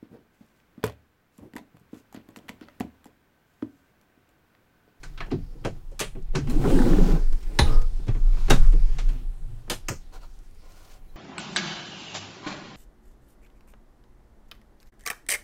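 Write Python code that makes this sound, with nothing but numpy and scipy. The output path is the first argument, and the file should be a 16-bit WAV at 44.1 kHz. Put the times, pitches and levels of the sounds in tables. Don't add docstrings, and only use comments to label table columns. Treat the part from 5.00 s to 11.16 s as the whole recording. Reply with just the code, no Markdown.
import sys
import numpy as np
from scipy import signal
from scipy.io import wavfile
from scipy.ndimage import uniform_filter1d

SR = 44100
rng = np.random.default_rng(int(sys.argv[2]) if len(sys.argv) > 2 else 0)


def inscribe(sig):
    pcm = np.round(np.clip(np.atleast_2d(sig).T, -1, 1) * 32767)
    wavfile.write(sys.argv[1], SR, pcm.astype(np.int16))


def attenuation_scalar(level_db):
    decades = np.asarray(level_db, float) / 20
    return 10 ** decades


N = 271656

# freq_hz, level_db
ROOM_TONE = [(35, -32), (60, 3.5), (161, -12.5), (384, -16), (629, -25), (759, -26), (874, -25),
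             (5600, -39), (14000, -38.5), (15400, -44), (16500, -65)]
# freq_hz, width_hz, level_db
ROOM_WHINES = [(759, 54, 2.5), (11050, 80, -9)]
SWAY_HZ = (17.8, 28.4)
# time_s, level_db
LOAD = [(0.0, -45.5), (0.14, -34.5), (.6, -39), (1.05, -43), (1.27, -32), (1.45, -50), (1.52, -25),
        (2.3, -20), (2.4, -24), (2.55, -25), (2.7, -22), (3.95, -21.5), (4.2, -29), (4.5, -35), (5.0, -42),
        (5.7, -48.5), (6.16, -43.5)]
# time_s, slow_mode_db, fast_mode_db
HEAVES = [(1.3, -26, -33.5), (1.53, -20.5, -23.5), (1.78, -13.5, -22), (1.99, -13, -11.5),
          (2.13, -43, -17.5), (2.3, -21, -36), (2.75, -10.5, -18), (2.83, -31, -27), (3.02, -39, -45),
          (3.24, -21, -19), (3.5, -13, -49), (3.678, -9, -14.5), (3.829, -18, -23.5), (4.05, -47, -21.5)]
# start_s, level_db
JOLTS = [
    (1.35, -20.5),
    (1.92, -28),
    (2.592, -5.5),
    (3.55, -24.5),
    (3.92, -36),
    (4.88, -38),
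]
# time_s, gain_db
LULLS = [(1.13, 0), (2.225, 0), (2.39, -16), (2.54, -4), (2.72, -3), (3.07, -7.5), (3.45, -3), (4.2, -6),
         (4.33, -3), (4.47, -5)]
# time_s, level_db
MOTION = [(0.0, -67), (1.29, -72), (1.41, -66), (1.53, -58.5), (1.71, -43.5), (2.04, -46.5), (2.13, -50),
          (2.32, -60.5), (2.54, -60), (2.69, -48), (2.85, -61.5), (3.21, -64), (3.38, -54.5), (3.62, -51.5),
          (3.75, -57), (4.15, -59), (4.3, -67.5), (6.16, -75)]
# start_s, length_s, frame_db, bench_top_db
PRESSES = [
    (0.0, 0.26, 1, 6.5),
    (0.483, 0.19, 11.5, 9),
    (1.41, 0.079, -0.5, 2),
    (1.413, 0.66, 16, 2.5),
    (2.063, 0.56, 0.5, -1.5),
    (2.445, 0.2, 9.5, -6),
    (3.38, 0.044, -22.5, 0),
    (3.546, 0.15, -18, 3.5),
    (4.126, 0.56, 0.5, 5),
    (4.958, 1.5, 1, -9.5),
]
# freq_hz, width_hz, level_db
FRAME = [(108, 11.2, 5.5), (138.3, 6.3, 3), (182.4, 25, -1.5), (255, 7.8, -5.5), (300, 24, -3),
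         (360.6, 18, -3.5), (420, 18, -6), (480, 9.6, -10.5), (534, 18.6, -13), (837, 90, -13),
         (998, 35, -18), (1545, 100, -24)]
# freq_hz, level_db_per_hz
SHEAR = [(290, -24.5), (500, -20.5), (820, -10), (1500, -10.5), (2700, -14), (5000, -16), (8800, -22),
         (12000, -34.5), (15500, -21.5)]
# start_s, peak_db, thud_re_peak_db, brightness_re_peak_db, t60_s
KNOCKS = [(0.031, -34, -10.5, -12, 0.3), (0.175, -33, -14, -30, 0.19), (0.204, -23.5, -14, -27, 0.2),
          (0.262, -51, 7, -25, 0.44), (0.304, -37, -15, -35, 0.13), (0.313, -34.5, 18.5, -35, 0.22),
          (0.436, -56, -9, -29, 0.1), (0.648, -21.5, -4, -12.5, 0.21), (0.915, -55, 4.5, -3, 0.26),
          (1.151, -45, 15.5, -30, 0.22), (1.35, -19, -0.5, -17, 0.25), (1.472, -34, -2, -12, 0.22),
          (1.497, -35.5, 0, -3.5, 0.78), (1.644, -35, 20, -33, 0.18), (2.115, -36, 2, -7, 0.11),
          (2.324, -39.5, -1.5, -5, 0.17), (2.428, -43.5, -11, -4.5, 0.057), (2.99, -53, 15, -18, 0.24),
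          (3.147, -38, 4, -18, 0.31), (3.368, -39.5, -3, -23, 0.3), (4.088, -39, -5, -5.5, 0.22)]
# start_s, peak_db, thud_re_peak_db, brightness_re_peak_db, t60_s
TOUCHES = [(0.64, -35, -25, -32, 0.072), (.9925, -20, -31, -2, 0.053), (1.001, -27, -2, 2.5, 0.043),
           (1.009, -24, -10.5, -16, 0.29), (1.019, -35.5, -34, 2, 0.22), (1.336, -45, 16.5, -16, 0.51),
           (2.815, -41, 2, -3.5, 0.033), (3.068, -42, 11, -8, 0.13), (3.081, -29, 1, -17, 0.2),
           (3.482, -28.5, 5.5, -21, 0.29), (3.499, -16, -12, -2.5, 0.18), (3.722, -37.5, 7.5, -9, 0.073),
           (3.735, -47, 17.5, -16, 0.23), (3.984, -27.5, -9.5, -22, 0.19), (4.674, -56, 17, -49, 0.23),
           (4.880, -63, -4, -29, .05), (5.388, -66, -5.5, -1, 0.055), (5.897, -51, -17, -9, 0.047)]
# freq_hz, level_db
KNOCK_COLOUR = [(70, -2.5), (130, 5.5), (300, 6.5), (700, -6), (1500, -7.5), (3500, -12), (7000, -5.5),
                (11000, -12), (16000, -20)]
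# freq_hz, share_of_t60
DECAY_SHARE = [(80, 1.49), (300, 0.58), (1500, 0.66), (6000, 0.85), (15000, 0.83)]
# start_s, freq_hz,
# width_hz, level_db, t60_s
SHEENS = [(.033, 5500, 4000, -50, 0.17), (.263, 5500, 4000, -62, .05), (.316, 4330, 1500, -50.5, 0.17),
          (.652, 5970, 2500, -54, 0.17), (1.004, 2820, 1300, -30.5, 0.17), (1.003, 8400, 3000, -41, 0.25),
          (1.225, 5800, 4000, -57, 0.017), (1.352, 5400, 2560, -37, 0.18), (1.648, 1040, 500, -32, 0.094),
          (1.6993, 2500, 3000, -47, .02), (1.7895, 3000, 4000, -37, .018), (1.818, 4200, 3000, -38, 0.024),
          (1.851, 1900, 900, -40, 0.036), (1.932, 2200, 3010, -40, 0.016), (2.408, 6100, 8000, -59, .03),
          (2.474, 5000, 8000, -63, .03), (2.591, 3920, 250, -31, 0.25), (2.591, 9650, 500, -34, 0.15),
          (2.591, 13200, 250, -54, 0.14), (2.592, 6400, 500, -37.5, 0.13), (3.483, 4570, 4000, -49, 0.039),
          (3.507, 3640, 500, -28.5, 0.097), (3.508, 475, 350, -23.5, 0.13),
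          (4.703, 3400, 1600, -28.5, 0.066), (5.138, 4400, 5000, -53, .03), (5.155, 6000, 8000, -63, .03),
          (5.217, 4500, 5000, -59, .03), (5.233, 5000, 8000, -63, .03), (5.51, 6000, 8000, -63, .02),
          (5.548, 6000, 6000, -59, .02), (5.72, 5470, 5000, -56.5, 0.026), (5.953, 4970, 6000, -69, 0.024),
          (.035, 4270, 510, -46, 0.043), (0.176, 3530, 2000, -47, 0.09), (0.203, 3770, 1800, -47, 0.085),
          (0.312, 3800, 2480, -47, .1), (1.729, 1980, 2500, -39, .02), (3.985, 3700, 3600, -41.5, 0.16),
          (5.389, 6000, 4960, -55, 0.016), (2.815, 5100, 1190, -50, 0.037), (1.005, 4470, 1200, -40, 0.18)]
# start_s, pitch_hz, level_db, t60_s
PARTS = [
    (.035, 161, -55, 0.19),
    (.039, 1520, -42, .1),
    (.208, 660, -40.5, 0.12),
    (.216, 1755, -38, 0.12),
    (.324, 272, -24, 0.22),
    (1.226, 5600, -59, 0.0083),
    (1.358, 4140, -30, 0.016),
    (1.501, 4100, -43, .07),
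    (2.677, 2560, -48, .05),
    (2.781, 499, -42, 0.3),
]
# start_s, pitch_hz, level_db, t60_s
CLUNKS = [
    (.328, 520, -48, 0.09),
    (.653, 623, -24, 0.12),
    (.657, 421, -19, 0.1),
    (.919, 466, -42.5, 0.083),
    (1.011, 481, -26.5, 0.14),
    (1.156, 420, -49, 0.14),
    (3.089, 279, -22, 0.036),
    (3.739, 379, -35, 0.11),
    (4.909, 433, -26.5, 0.095),
]
# start_s, pitch_hz, level_db, t60_s
THUMPS = [
    (.652, 117, -27, 0.28),
    (1.006, 128, -35, 0.33),
    (1.354, 131.2, -22, 0.68),
    (3.084, 114, -16, 0.23),
    (4.9, 114, -22.5, 0.1),
]
# centre_s, half_length_s, freq_hz, width_hz, level_db
RUBS = [(1.51, 0.014, 9000, 10000, -52.5), (1.77, 0.08, 8200, 3000, -51), (1.95, 0.046, 8000, 2600, -79),
        (2.075, 0.064, 5000, 2100, -57), (2.68, .012, 2800, 520, -51), (2.745, 0.02, 5150, 800, -52),
        (2.74, 0.062, 760, 600, -47.5), (2.87, 0.039, 4900, 700, -72), (3.63, 0.039, 1300, 550, -52),
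        (3.64, 0.071, 4700, 5800, -60), (4, 0.035, 6000, 4005, -67), (5.46, 0.018, 5600, 3930, -72),
        (5.61, 0.035, 4800, 1200, -71.5), (5.87, 0.043, 12800, 1500, -74), (0.39, 0.0086, 2300, 2200, -67),
        (.275, 0.015, 500, 540, -55), (4.683, 0.0048, 850, 1000, -51.5), (4.5, 0.066, 104, 75, -51),
        (4.15, 0.084, 260, 49, -54), (6.1, 0.014, 4000, 250, -73), (5.24, .025, 4060, 220, -74),
        (5.149, .016, 5200, 2200, -63), (5.236, 0.022, 4620, 250, -71), (5.156, .013, 764, 110, -56),
        (5.146, .012, 990, 180, -57), (5.151, .013, 1420, 110, -60), (5.151, .016, 4100, 250, -69),
        (5.239, .01, 969, 150, -60), (5.236, .011, 1200, 250, -61), (5.226, .015, 2770, 200, -71),
        (5.33, .05, 5200, 2500, -72), (2.56, .02, 2500, 900, -65.5), (5.815, 0.088, 9000, 3000, -74)]
# start_s, pitch_hz, level_db, t60_s
JUDDERS = [(1.652, 372, -23.5, 0.19), (1.668, 154, -19.5, 0.13), (1.785, 480, -30, .2),
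           (1.862, 500, -27, .15), (1.905, 174, -18, 0.11), (1.932, 371, -26.5, 0.25),
           (1.965, 189, -22.5, 0.36), (1.985, 398, -24, .15), (2.012, 174, -18, 0.15),
           (2.085, 395, -29, 0.24), (4.886, 330, -34, 0.067), (4.918, 224, -34.5, 0.077),
           (.32, 712, -45, 0.081), (2.6, 3910, -42, .35)]
# start_s, pitch_hz, level_db, t60_s
SNAGS = [
    (1.48, 242.6, -31, 0.92),
    (1.555, 300, -25.5, 0.22),
    (1.592, 137, -25, .48),
    (1.735, 274.5, -20.5, 0.69),
    (1.80, 255, -16, 0.15),
    (1.859, 246, -21.5, 0.22),
    (2.133, 160, -19, 0.14),
]
# start_s, level_db
SNAPS = [
    (1.641, -32),
    (1.7, -31),
    (1.7891, -23.5),
    (1.8197, -25),
    (1.932, -26.5),
    (1.982, -27.5),
]
# start_s, peak_db, thud_re_peak_db, brightness_re_peak_db, t60_s
BED_HIT = [
    (2.5885, -14, -1.5, -13, 0.22),
]
# freq_hz, level_db
BED_COLOUR = [(70, 1.5), (300, -2), (1500, -5), (2600, -8), (4000, -13.5), (5500, 3.5), (7500, -8.5),
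              (8600, -13), (10500, -10), (12500, -11), (16000, -25)]
# freq_hz, spread_hz, level_db, t60_s
BLADE = [(117.1, 14, -16.5, 0.51), (212, 21, -22.5, 0.27), (349, 8.8, -25, 0.19), (463, 27.4, -29.5, 0.38),
         (833, 21, -23.5, 0.23), (1610, 69, -43.5, .08), (3500, 130, -29, 0.16), (3710, 120, -26.5, 0.19),
         (4047, 110, -21, 0.14), (6440, 290, -35.5, 0.12), (8030, 100, -69.5, 0.29), (8750, 120, -45.5, .2),
         (9650, 200, -37, 0.25), (13200, 100, -48.5, .2)]
# time_s, level_db
SQUEAL = [(2.648, -70), (2.665, -44), (2.74, -45.5), (2.80, -49.5), (2.85, -53), (2.862, -76), (2.9, -72)]
# freq_hz, width_hz, level_db
SQUEAL_NOTE = [(1226, 22, 0)]
# start_s, peak_db, thud_re_peak_db, brightness_re_peak_db, t60_s
STOP_HIT = [
    (3.504, -13.5, -5.5, -5.5, 0.27),
]
# freq_hz, spread_hz, level_db, t60_s
LEVER = [(125.5, 2, -19, 0.24), (253, 7.4, -28, 0.34), (394, 35.5, -13.5, 0.12), (803, 41.5, -22.5, 0.16),
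         (1214, 120, -25, 0.14), (1520, 75, -19, 0.096), (2740, 94, -25, 0.1), (3740, 85, -24.5, 0.15)]
# start_s, peak_db, thud_re_peak_db, brightness_re_peak_db, t60_s
LATCH = [
    (4.698, -16.5, -12, -5, 0.21),
]
# freq_hz, level_db
LATCH_COLOUR = [(70, -0.5), (300, 5), (1150, -11), (3000, -9), (7000, -7.5), (12000, -5.5), (16000, -20)]
# start_s, peak_db, thud_re_peak_db, brightness_re_peak_db, t60_s
CATCH = [
    (4.884, -19, -14.5, -0.11, 0.27),
]
# freq_hz, width_hz
CATCH_NOTCHES = [(3720, 1200), (10400, 4800)]
# start_s, ramp_s, hold_s, drone_db, rustle_db
DRAGS = [
    (5.11, 0.026, 0.033, -54, -51.5),
    (5.191, 0.034, 0.022, -58, -56),
    (5.353, 0.42, 0.19, -91, -55.5),
    (5.584, 0.043, 0.34, -63.5, -94),
    (6.094, 0.049, .1, -64, -73),
]
# freq_hz, width_hz, level_db
SLIDE = [(494, 190, 1), (767, 91, -0.5), (1023, 73, -1.5), (1430, 42, -4), (2200, 560, -11),
         (4300, 140, -10)]
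# freq_hz, level_db_per_hz
RUSTLE = [(880, -22), (1500, -2), (1690, -6.5), (2800, -2), (3310, -10), (5490, -1.5), (11700, -18),
          (13100, -15.5), (16000, -6)]


def rms_one(x):
    return x / np.sqrt(np.mean(x ** 2) + 1e-20)


def in_time(rows, off=None):
    s, *columns = np.transpose(rows)
    return [np.interp(np.arange(N) / SR, s, c, off, off) for c in columns]


def at_hz(points, hz):
    freq_hz, value = np.transpose(points)
    return np.interp(np.log(hz), np.log(freq_hz), value)


def ramps(starts, lengths, rise, fall):
    t = np.arange(N) / SR - np.array(starts)[:, None]
    rise = np.reshape(rise, (-1, 1))
    falling = 1 + (np.array(lengths)[:, None] + rise - t) / fall
    return np.clip(np.minimum(t / rise, falling), 0, 1)


def drift(rate_hz):
    r = np.exp(-2 * np.pi * rate_hz * 40 / SR)
    slow = signal.lfilter([1], [1, -2 * r, r * r], rng.standard_normal(N // 40 + 2002))[2000:]
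    return np.interp(np.arange(N) / 40, np.arange(len(slow)), rms_one(slow))


def bandpass(x, order, low_hz, high_hz):
    return signal.sosfilt(signal.butter(order, [low_hz, high_hz], "band", fs=SR, output="sos"), x)


def in_band(x, hz, width_hz):
    low = np.sqrt(hz ** 2 + width_hz ** 2 / 4) - width_hz / 2
    return rms_one(bandpass(x, 2, low, low + width_hz))


def noise_bands():
    edges = np.geomspace(60, 16200, 22)
    white = rng.standard_normal((2, N))
    for k, (low, high) in enumerate(zip(edges, edges[1:])):
        yield np.sqrt(low * high), bandpass(white[k % 2], 2, low, high)


def coloured(spectrum, patchy_db):
    return rms_one(sum(attenuation_scalar(at_hz(spectrum, hz) + patchy_db * drift(2.4)) * band
                       for hz, band in noise_bands()))


def resonator(x, hz, r, zeros):
    return signal.lfilter(zeros, [1, -2 * r * np.cos(2 * np.pi * hz / SR), r * r], x)


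def resonate(x, peaks, patchy_db):
    out = 0
    for k, (hz, width_hz, db) in enumerate(peaks):
        r = np.exp(-np.pi * width_hz / SR)
        rung = resonator(x * attenuation_scalar(patchy_db * drift(7.3)), hz, r, [1, 0, -1])
        out = out + (-1) ** k * attenuation_scalar(db) * rms_one(rung)
    return rms_one(out)


def grit(per_s, spread_db):
    sizes = attenuation_scalar(spread_db * np.minimum(rng.exponential(1, N), 5)) * rng.choice([-1, 1], N)
    return sizes * (rng.random(N) < per_s / SR) + 1e-18


def iron(x, ring_db, t60):
    t = np.arange(SR // 10) / SR
    response = rng.standard_normal(len(t)) * attenuation_scalar(-60 * t / t60)
    response = response / np.sqrt(np.sum(response ** 2))
    return x + attenuation_scalar(ring_db) * signal.fftconvolve(x, response)[:len(x)]


def knocks(table, colour, crack_db, tail_db, rattle_s):
    out, t = np.zeros(N + SR), np.arange(SR // 2) / SR
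    tint_db = rng.normal(0, 1, (len(table), 24))
    uneven = attenuation_scalar(0.82 * drift(320))
    for k, (hz, band) in enumerate(noise_bands()):
        band = np.pad(rms_one(band) * uneven, (0, SR))
        swell = 1 - np.exp(-t / (0.00035 + 4.9 / hz))
        for (s, db, thud_db, bright_db, t60), own_db in zip(table, tint_db):
            tilt = [(350, thud_db), (1300, 0), (2800, 0), (7000, bright_db), (14000, 1.7 * bright_db)]
            level_db = db - 13 + at_hz(tilt, hz) + at_hz(colour, hz) + own_db[k]
            body = attenuation_scalar(-60 * np.maximum(t - rattle_s, 0) / (t60 * at_hz(DECAY_SHARE, hz)))
            shape = body + attenuation_scalar(crack_db - 60 * t / 0.021) + attenuation_scalar(tail_db - 60 * t / 0.26)
            i = round(s * SR)
            out[i:i + len(t)] += attenuation_scalar(level_db) * swell * shape * band[i:i + len(t)]
    return iron(out[:N], ring_db=-10, t60=0.05) * attenuation_scalar(-1.2)


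def ringing(rows):
    out, t = np.zeros(N + SR), np.arange(SR // 2) / SR
    for (s, hz, spread_hz, db, t60), chance in zip(rows, rng.random((len(rows), 10))):
        pitches = hz + spread_hz * (np.linspace(-1, 1, 5) + 0.5 * chance[:5] - 0.25)
        turns = chance[5:, None] * min(hz / 2000, 1)
        beat = np.sin(2 * np.pi * (pitches[:, None] * t + turns)).sum(axis=0) / np.sqrt(5)
        out[round(s * SR):][:len(t)] += attenuation_scalar(db - 60 * t / t60) * (1 - np.exp(-t * hz / 1.12)) * beat
    return out[:N]


def struck(rows, spread):
    return ringing([(s, hz, spread * hz, db, t60) for s, hz, db, t60 in rows])


def room():
    tone = attenuation_scalar(-60) * coloured(ROOM_TONE, patchy_db=2.0)
    return tone + attenuation_scalar(-73.5) * resonate(rng.standard_normal(N), ROOM_WHINES, patchy_db=-0.5)


def rocking_mode(hz):
    strength = np.sqrt(2) * attenuation_scalar(3.47 * drift(6.9))
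    return strength * np.sin(2 * np.pi * np.cumsum(hz * (1 + 0.0602 * drift(3.66))) / SR)


def bench():
    load_db, = in_time(LOAD)
    t = np.arange(N) / SR
    heave_s, slow_db, fast_db = np.transpose(HEAVES)
    heave = np.exp(-0.5 * ((t - heave_s[:, None]) / 0.046) ** 2)
    slow, fast = [rocking_mode(hz) for hz in SWAY_HZ]
    rocking = (attenuation_scalar(load_db) + attenuation_scalar(slow_db) @ heave) * slow + (attenuation_scalar(load_db) + attenuation_scalar(fast_db) @ heave) * fast
    lull_db = sum(db * np.exp(-0.5 * ((t - s) / 0.019) ** 2) for s, db in LULLS)
    rise_s, t60_s = 0.038, 0.39
    jolt = sum(attenuation_scalar(db - 60 * np.maximum(t - s, 0) / t60_s) * np.clip((t - s) / rise_s, 0, 1)
               for s, db in JOLTS)
    shudder = rms_one(bandpass(rng.standard_normal(N), 3, 34, 75))
    shudder_level = attenuation_scalar(-33 + 0.61 * load_db) + attenuation_scalar(-10.0) * jolt
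    return attenuation_scalar(lull_db - 3.5) * rocking + shudder_level * shudder


def crackle():
    grains, dealt, out = grit(900, spread_db=2.5), rng.integers(0, 12, N), 0
    for k, hz in enumerate(np.geomspace(500, 9000, 12)):
        r = attenuation_scalar(-60 * hz / (6.0 * SR))
        out = out + resonator(grains * (dealt == k) + 1e-18, hz, r, [1])
    return rms_one(out)


def friction():
    hiss_db, = in_time(MOTION)
    start, length, frame_db, top_db = np.transpose(PRESSES)
    press = ramps(start, length, rise=0.09, fall=0.09)
    slips = grit(1500, spread_db=1.5)
    hum = resonate(slips, FRAME[:2], patchy_db=4.0)
    groan = resonate(slips, FRAME[2:], patchy_db=2.5)
    body = attenuation_scalar(10.5 + top_db @ press) * hum + attenuation_scalar(3 + frame_db @ press) * groan
    hiss = coloured(SHEAR, patchy_db=2.4) * attenuation_scalar(0.68 * drift(45))
    sheets = attenuation_scalar(2 * hiss_db + 43.5) * crackle()
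    return attenuation_scalar(hiss_db) * (body + attenuation_scalar(0.5) * hiss) + sheets


def small_knocks():
    return (knocks(KNOCKS, KNOCK_COLOUR, crack_db=11.5, tail_db=-40.0, rattle_s=0.01)
            + knocks(TOUCHES, KNOCK_COLOUR, crack_db=10.0, tail_db=-67.0, rattle_s=0.012))


def sheens():
    out, t = np.zeros(N + SR), np.arange(SR // 4) / SR
    for s, hz, width_hz, db, t60 in SHEENS:
        shape = attenuation_scalar(db - 60 * t / t60) * (1 - np.exp(-t * hz / 2))
        out[round(s * SR):][:len(t)] += shape * in_band(rng.standard_normal(len(t)), hz, width_hz)
    return out[:N]


def loose_rings():
    return struck(PARTS, spread=0.05) + struck(CLUNKS, spread=0.232) + struck(THUMPS, spread=0.093)


def rubs():
    slips, out = grit(9000, spread_db=0.5), np.zeros(N)
    for s, half_s, hz, width_hz, db in RUBS:
        first, last = max(round((s - 4 * half_s) * SR), 0), min(round((s + 4 * half_s) * SR), N)
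        i = np.arange(first, last)
        swell = np.exp(-0.5 * ((i / SR - s) / half_s) ** 2)
        out[i] += attenuation_scalar(db) * swell * in_band(slips[i], hz, width_hz)
    return out


def blade_lurches():
    snaps = ringing([(s, 1493, 350, db, 0.022) for s, db in SNAPS])
    return struck(JUDDERS, spread=0.044) + struck(SNAGS, spread=0.026) + snaps


def bed_hit():
    blow = knocks(BED_HIT, BED_COLOUR, crack_db=21.0, tail_db=-7.0, rattle_s=0.0023)
    return blow + ringing([(BED_HIT[0][0], *mode) for mode in BLADE])


def squeal():
    level_db, = in_time(SQUEAL, off=-120)
    slips = grit(6000, spread_db=-4.5)
    band = resonate(slips, SQUEAL_NOTE, patchy_db=-5.0)
    band = rms_one(band / (np.sqrt(uniform_filter1d(band ** 2, size=500)) + 0.27))
    scrape_peaks = [(330, 30, 12), (479, 25, 16), (1130, 33, 2.3), (4980, 700, 6.6)]    # hz, width_hz, db
    return attenuation_scalar(level_db) * (band + attenuation_scalar(-6.0) * resonate(slips, scrape_peaks, patchy_db=1.5))


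def stop_hit():
    blow = knocks(STOP_HIT, KNOCK_COLOUR, crack_db=19.0, tail_db=-26.0, rattle_s=0.015)
    return blow + ringing([(STOP_HIT[0][0], *mode) for mode in LEVER])


def latch():
    catch = knocks(CATCH, KNOCK_COLOUR, crack_db=16.0, tail_db=-42, rattle_s=0.0043)
    for hz, width_hz in CATCH_NOTCHES:
        catch = signal.lfilter(*signal.iirnotch(hz, hz / width_hz, SR), catch)
    return catch + knocks(LATCH, LATCH_COLOUR, crack_db=12.0, tail_db=-43, rattle_s=0.022)


def paper():
    start, ramp, hold, drone_db, rustle_db = np.transpose(DRAGS)
    drag = ramps(start, hold, ramp, fall=0.055) ** 2
    drone = resonate(grit(1900, spread_db=-1.0), SLIDE, patchy_db=0.5)
    rustle = coloured(RUSTLE, patchy_db=0.8) * attenuation_scalar(2.5 * drift(60))
    rustle = rustle + attenuation_scalar(-2) * coloured(SHEAR, patchy_db=1.5)
    return attenuation_scalar(drone_db) @ drag * drone + attenuation_scalar(rustle_db - 9.0) @ drag * rustle


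def scene():
    background = room() + bench()
    handling = small_knocks() + sheens() + loose_rings()
    cut = friction() + rubs() + blade_lurches() + bed_hit() + squeal()
    after = stop_hit() + latch() + paper()
    return (background + handling + cut + after)[None]


def top_cut(x):
    return signal.sosfilt(signal.butter(12, 16780, fs=SR, output="sos"), x)


def record(dry):
    rounded = 1.336 * np.tanh(dry / 1.141)
    mix = signal.sosfilt(signal.cheby2(16, 60, 16500, fs=SR, output="sos"), rounded)
    return top_cut(mix)


dry = scene()
out = record(dry)
inscribe(out)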